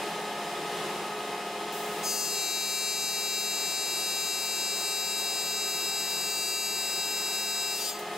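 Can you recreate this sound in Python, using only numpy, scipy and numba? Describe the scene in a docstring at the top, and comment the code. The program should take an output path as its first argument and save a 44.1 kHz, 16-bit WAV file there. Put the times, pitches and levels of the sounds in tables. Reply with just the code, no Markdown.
"""A bright, sizzling buzz over droning fans: AC TIG welding on a metal frame in a steel shed.
Shielding gas hisses, the arc strikes small and swells with the pedal; each polarity cycle pumps the
plasma and blasts off oxide. Echoes colour the buzz as the torch creeps along the seam. The torch lifts,
the arc dies, the gas spits once. A camera's gain control, a few metres off, ducks the fans under the arc."""
import sys
import numpy as np
from scipy import signal
from scipy.fft import rfft, irfft, next_fast_len
from scipy.io import wavfile
from scipy.ndimage import uniform_filter1d
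from numba import njit

SR = 44100
rng = np.random.default_rng(int(sys.argv[2]) if len(sys.argv) > 2 else 0)


def generate_wav(signal):
    """Clip the signal to [-1, 1] and save it as 16-bit WAV at the path in sys.argv[1]."""
    frames = np.transpose(np.atleast_2d(signal))
    scaled = np.clip(frames, -1, 1) * 32767
    pcm = np.round(scaled).astype(np.int16)
    wavfile.write(sys.argv[1], SR, pcm)


N = 360297
TIME = np.arange(N) / SR
ARC_HZ = 390.0  # inverter's polarity cycle
ARC_ON_S, ARC_OFF_S = 2.027, 7.9


def undb(db):
    """Decibels to gain."""
    return 10 ** (np.asarray(db) / 20)


def pan(left_db):
    """Left and right gains for a level difference."""
    return undb(np.array([[left_db], [-left_db]]) / 2)


def since(start_s):
    """Seconds since start_s, 0 before it."""
    return np.maximum(TIME - start_s, 0)


def ramp(middle_s, length_s):
    """Linear move from 0 to 1."""
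    return np.clip((TIME - middle_s) / length_s + .5, 0, 1)


def walk(rate_hz):
    """Random steps at rate_hz, smoothed twice; standard deviation 1."""
    hold = int(SR / rate_hz)
    held = np.repeat(rng.standard_normal(N // hold + 2), hold)[rng.integers(hold):]
    smooth = uniform_filter1d(uniform_filter1d(held, hold), hold)[:N]
    return smooth / smooth.std()


def drift(t_s, rate_hz):
    """Wandering complex gain per channel, rms near 1."""
    knots = rng.standard_normal((4, 1000))
    parts = np.array([np.interp(t_s * rate_hz, np.arange(len(row)), row) for row in knots])
    return (parts[:2] + 1j * parts[2:]) * np.sqrt(3 / 4)


def colour(x, curve):
    """Filter by (f/Hz, gain/dB) points on a log-frequency axis."""
    hz, db = np.transpose(curve)
    size = next_fast_len(N, real=True)
    bin_hz = np.maximum(np.arange(size // 2 + 1) * SR / size, 1)
    gain = undb(np.interp(np.log(bin_hz), np.log(hz), db))
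    return irfft(rfft(x, size) * gain, size)[..., :N]


def echoes(x, share=0.38, decay_s=0.027, above_hz=550, taps=4000):
    """Early echoes off floor, bench and walls ripple the spectrum above the bass."""
    tail = rng.standard_normal(taps) * np.exp(-np.arange(taps) / (decay_s * SR))
    tail = signal.sosfilt(signal.butter(2, above_hz, "high", fs=SR, output="sos"), tail)
    return x + share * signal.fftconvolve(x, tail / np.linalg.norm(tail))[:N]


def shed_noise(spectrum):
    """Coloured noise with the shed's echoes, rms 1."""
    x = colour(echoes(rng.standard_normal(N)), spectrum)
    return x / x.std()


def fans(tones_db=-0.16, air_db=-36.5, wander=.0008, waver_db=1.33, jitter_rad=0.14, gust_db=0.82):
    """Cooling fans and pump drone over rushing air; nearly equal speeds beat."""
    # per rotor: f/Hz, [(harmonic, level/dB)]
    rotors = [ (209.1, [(1, -51.2), (2, -43.3), (3, -56), (4, -46), (5, -58), (6, -47), (8, -54),
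              (10, -53)]), (211.1, [(1, -68), (5, -59), (6, -49), (12, -54), (18, -60), (24, -57.5)]),
              (175.5, [(4, -46), (5, -51)]), (361.6, [(1, -57), (2, -52), (5, -54), (12, -63)]), ]
    # air rush: f/Hz, level/dB
    air_spectrum = [(25, -33), (60, -21.5), (120, -17), (168, 0.5), (235, -10), (355, 4.5), (500, -0.5),
                    (660, 0), (760, 2), (1200, -5), (2300, -8.5), (3100, -7), (4500, -14), (10000, -19.5),
                    (15500, -30.5)]
    # its stereo width: f/Hz, side minus mid/dB
    air_width = [(40, -34), (150, -14.5), (350, -27), (1000, -15.5), (3000, -8.5), (8000, -4), (15000, -2)]
    tones = np.zeros(N)
    for hz, harmonics in rotors:
        angle = 2 * np.pi * np.cumsum(hz * (1 + wander * walk(1.5))) / SR
        for order, db in harmonics:
            phase = order * angle + jitter_rad * walk(20) + rng.uniform(0, 2 * np.pi)
            tones += np.sqrt(2) * undb(db + waver_db * walk(9)) * np.sin(phase)
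    mid = shed_noise(air_spectrum)
    side = colour(shed_noise(air_spectrum), air_width) * np.array([[1], [-1]])
    air = (mid + side) * undb(air_db + gust_db * walk(6))
    return (undb(tones_db) * tones + air) * pan(left_db=.5)


def torch_noise(spectrum, side_db=-3.5):
    """Wide hiss, slightly left; the shed's echoes make the channels differ."""
    side = undb(side_db) * shed_noise(spectrum) * np.array([[1], [-1]])
    return (shed_noise(spectrum) + side) * pan(left_db=1.8)


def gas(valve_s=1.722, surge_db=-45.5, surge_decay_s=.32, steady_db=-57):
    """Argon hisses from the torch cup: opening surge, steady flow, one spit after the arc."""
    # gas hiss: f/Hz, level/dB
    spectrum = [(500, -20), (4000, -4), (7500, 0), (11000, -1.5), (15000, -1)]
    # spit: t/s, level/dB, decay/s
    spits = [(7.99, -39, 0.019)]
    surge = undb(surge_db) * np.exp(-since(valve_s) / surge_decay_s)
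    flow = (TIME > valve_s) * (undb(steady_db) + surge)
    for start_s, db, decay_s in spits:
        flow += undb(db) * (TIME > start_s) * np.exp(-since(start_s) / decay_s)
    return torch_noise(spectrum) * flow


def welder():
    """The welder's moves, 0 to about 1: pedal, travel along the seam, brief lean, torch lift."""
    pedal = ramp(middle_s=2.305, length_s=0.24)
    along = since(ARC_ON_S) / (ARC_OFF_S - ARC_ON_S)
    lean_s, lean_half_s = 6.53, .28
    lean = np.exp(-((TIME - lean_s) / lean_half_s) ** 2)
    lift = ramp(middle_s=7.77, length_s=0.083)
    return np.array([pedal, along, lean, lift])


def arc_envelope(attack_s=0.026, fall_db_per_s=240):
    """The arc lights, holds and dies away in the shed."""
    return (1 - np.exp(-since(ARC_ON_S) / attack_s)) * undb(-fall_db_per_s * since(ARC_OFF_S))


def sizzle(base_db=-35.5, low_current_db=-1, seam_heat_db=1, depth=0.22, flutter_db=.6):
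    """Oxide is blasted off the metal in the cleaning half of each cycle."""
    # oxide hiss: f/Hz, level/dB
    spectrum = [(300, -20), (2000, -6), (4000, -4.5), (6000, -2.5), (8000, .5), (10500, -3.5),
                (13000, -2.5), (15000, -1.5)]
    cycle = 1 + depth * np.cos(2 * np.pi * ARC_HZ * TIME)
    hiss = torch_noise(spectrum) * cycle / np.sqrt(np.mean(cycle ** 2))
    pedal, along, _, _ = welder()
    level_db = base_db + low_current_db * (1 - pedal) + seam_heat_db * along
    return hiss * arc_envelope() * undb(level_db + flutter_db * walk(70))


def standing_wave_db(hz, along, lean, scatter_hz=10500):
    """Reflections boost or cancel a partial as the torch moves; above scatter_hz they scatter instead."""
    # off frame and bench: extra path/m, share, change along seam/m, change in lean/m
    reflections = [(.3835, .28, -.0289, .0047), (.5515, .38, -.0206, -.007), (.5713, .44, -.009, .01),
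                   (.7386, .53, .0105, -.0056)]
    wavelength_m = 343 / hz
    reflected = sum(share * np.exp(2j * np.pi * (path_m + creep_m * along + lean_m * lean) / wavelength_m)
                    for path_m, share, creep_m, lean_m in reflections)
    coherent = reflected / (1 + (hz / scatter_hz) ** 6)
    db = 10 * np.log10(np.abs(1 + coherent) ** 2 + .02)
    return db - db[along > 0].mean()


def buzz(gain_db=0.65, flutter_db=0.29, settle_s=.05, thin_db=-9, thin_below_hz=5400):
    """Each polarity cycle pumps the plasma: a harmonic stack, scattered by the shed to two mic ports."""
    # arc partials: harmonic, level/dB
    partials = [(1, -53), (2, -53), (3, -80), (4, -48.5), (5, -55), (6, -42), (7, -37), (8, -76), (9, -66),
                (10, -34), (11, -40.5), (12, -35), (13, -34), (14, -42), (15, -51), (16, -43), (17, -40),
                (18, -47.5), (19, -36.5), (20, -40.1), (21, -43.5), (22, -53), (23, -44.5), (24, -46),
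                (25, -51), (26, -61), (27, -61), (28, -59.5), (29, -46), (30, -50.5), (31, -55.7),
                (32, -50), (33, -59), (34, -57.9), (35, -52), (36, -61), (37, -51), (38, -49), (39, -65),
                (40, -66)]
    # response to arc size: f/Hz, slope/(dB per dB)
    size_response = [(400, 0.5), (2340, 1.2), (2730, 0.26), (3510, .2), (3900, 1.17), (4290, .45),
                     (4700, 0), (5100, 0.1), (6500, -.1), (7700, 0.18), (9000, -.1), (14800, 0.1),
                     (15200, -.75)]
    # mic ports: f/Hz, left minus right/dB, right lead/rad
    ports = [(2440, 1.5, 0.071), (3880, 3.5, 0.39), (4700, 3, 0.91), (5200, 3, 1.43), (6090, 13, 0.83),
             (6720, 0.5, 0.16), (7500, 5.5, 0.4), (11000, 6, .2)]
    port_hz, port_db, port_rad = np.transpose(ports)
    step = 64  # samples per control value
    control_s = TIME[::step]
    pedal, along, lean, lift = welder()[:, ::step]
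    start_db, full_db, lifted_db = -15, 1, -8  # arc size
    size_db = start_db + (full_db - start_db) * pedal + (lifted_db - full_db) * lift
    struck = np.exp(-since(ARC_ON_S)[::step] / settle_s)
    dance = .11 + .7 * struck + .8 * lift  # unsteady share: the arc's root dances on the metal
    # clear of the metal, notches fill to the level of their neighbours
    even_db = 10 * np.log10(uniform_filter1d(undb(np.array(partials)[:, 1]) ** 2, size=3))

    stack = np.zeros((2, N))
    fundamental, carrier = np.exp(2j * np.pi * ARC_HZ * TIME), np.ones(N, complex)
    for (order, db), filled_db in zip(partials, even_db):
        hz = order * ARC_HZ
        level_db = (1 - lift) * (db + standing_wave_db(hz, along, lean)) + lift * max(db, filled_db)
        # a large arc moves enough air for the low harmonics; a newly struck one is thin
        level_db += size_db * np.interp(hz, *np.transpose(size_response))
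        level_db += struck * thin_db / (1 + (hz / thin_below_hz) ** 12)
        lead_rad = np.interp(hz, port_hz, port_rad) * np.array([[-.5], [.5]])
        direct = pan(np.interp(hz, port_hz, port_db)) * np.exp(1j * lead_rad)
        direct = direct * (1 + dance * drift(control_s, rate_hz=28)[0]) / np.hypot(1, dance)
        # far echoes sway with the welder's body, short waves most
        far_share = .38 * (hz / 9000) ** 2
        field = (direct + far_share * drift(control_s, rate_hz=9)) / np.hypot(1, far_share)
        # near echoes off the frame smear each pulse
        smear_rad = 1.38 * hz / 5000 * rng.standard_normal()
        field = field * undb(level_db) * np.exp(1j * smear_rad)
        carrier = carrier * fundamental
        stack += np.sqrt(2) * (np.repeat(field, step, axis=1)[:, :N] * carrier).imag
    return stack * arc_envelope() * undb(gain_db + flutter_db * walk(35))


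def scene():
    """Arc and gas over the running fans."""
    return buzz() + sizzle() + gas() + fans()


@njit
def follow(x, attack_s, release_s):
    """One-pole follower with separate rise and fall times."""
    y, level = np.empty(len(x)), 0.
    for i in range(len(x)):
        level += (x[i] - level) / (SR * (attack_s if x[i] > level else release_s))
        y[i] = level
    return y


def record(dry):
    """The camera turns its gain down while the sound is loud, then cuts the top."""
    threshold_db, slope, top_hz = -32, 0.76, 15740
    power = uniform_filter1d(np.mean(dry ** 2, axis=0), size=900)
    over_db = np.maximum(10 * np.log10(power + 1e-12) - threshold_db, 0)
    cut_db = follow(slope * over_db, attack_s=.05, release_s=.16)
    low_pass = signal.ellip(12, .1, 80, top_hz, fs=SR, output="sos")
    return signal.sosfilt(low_pass, dry * undb(-cut_db))


dry = scene()
out = record(dry)
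generate_wav(out)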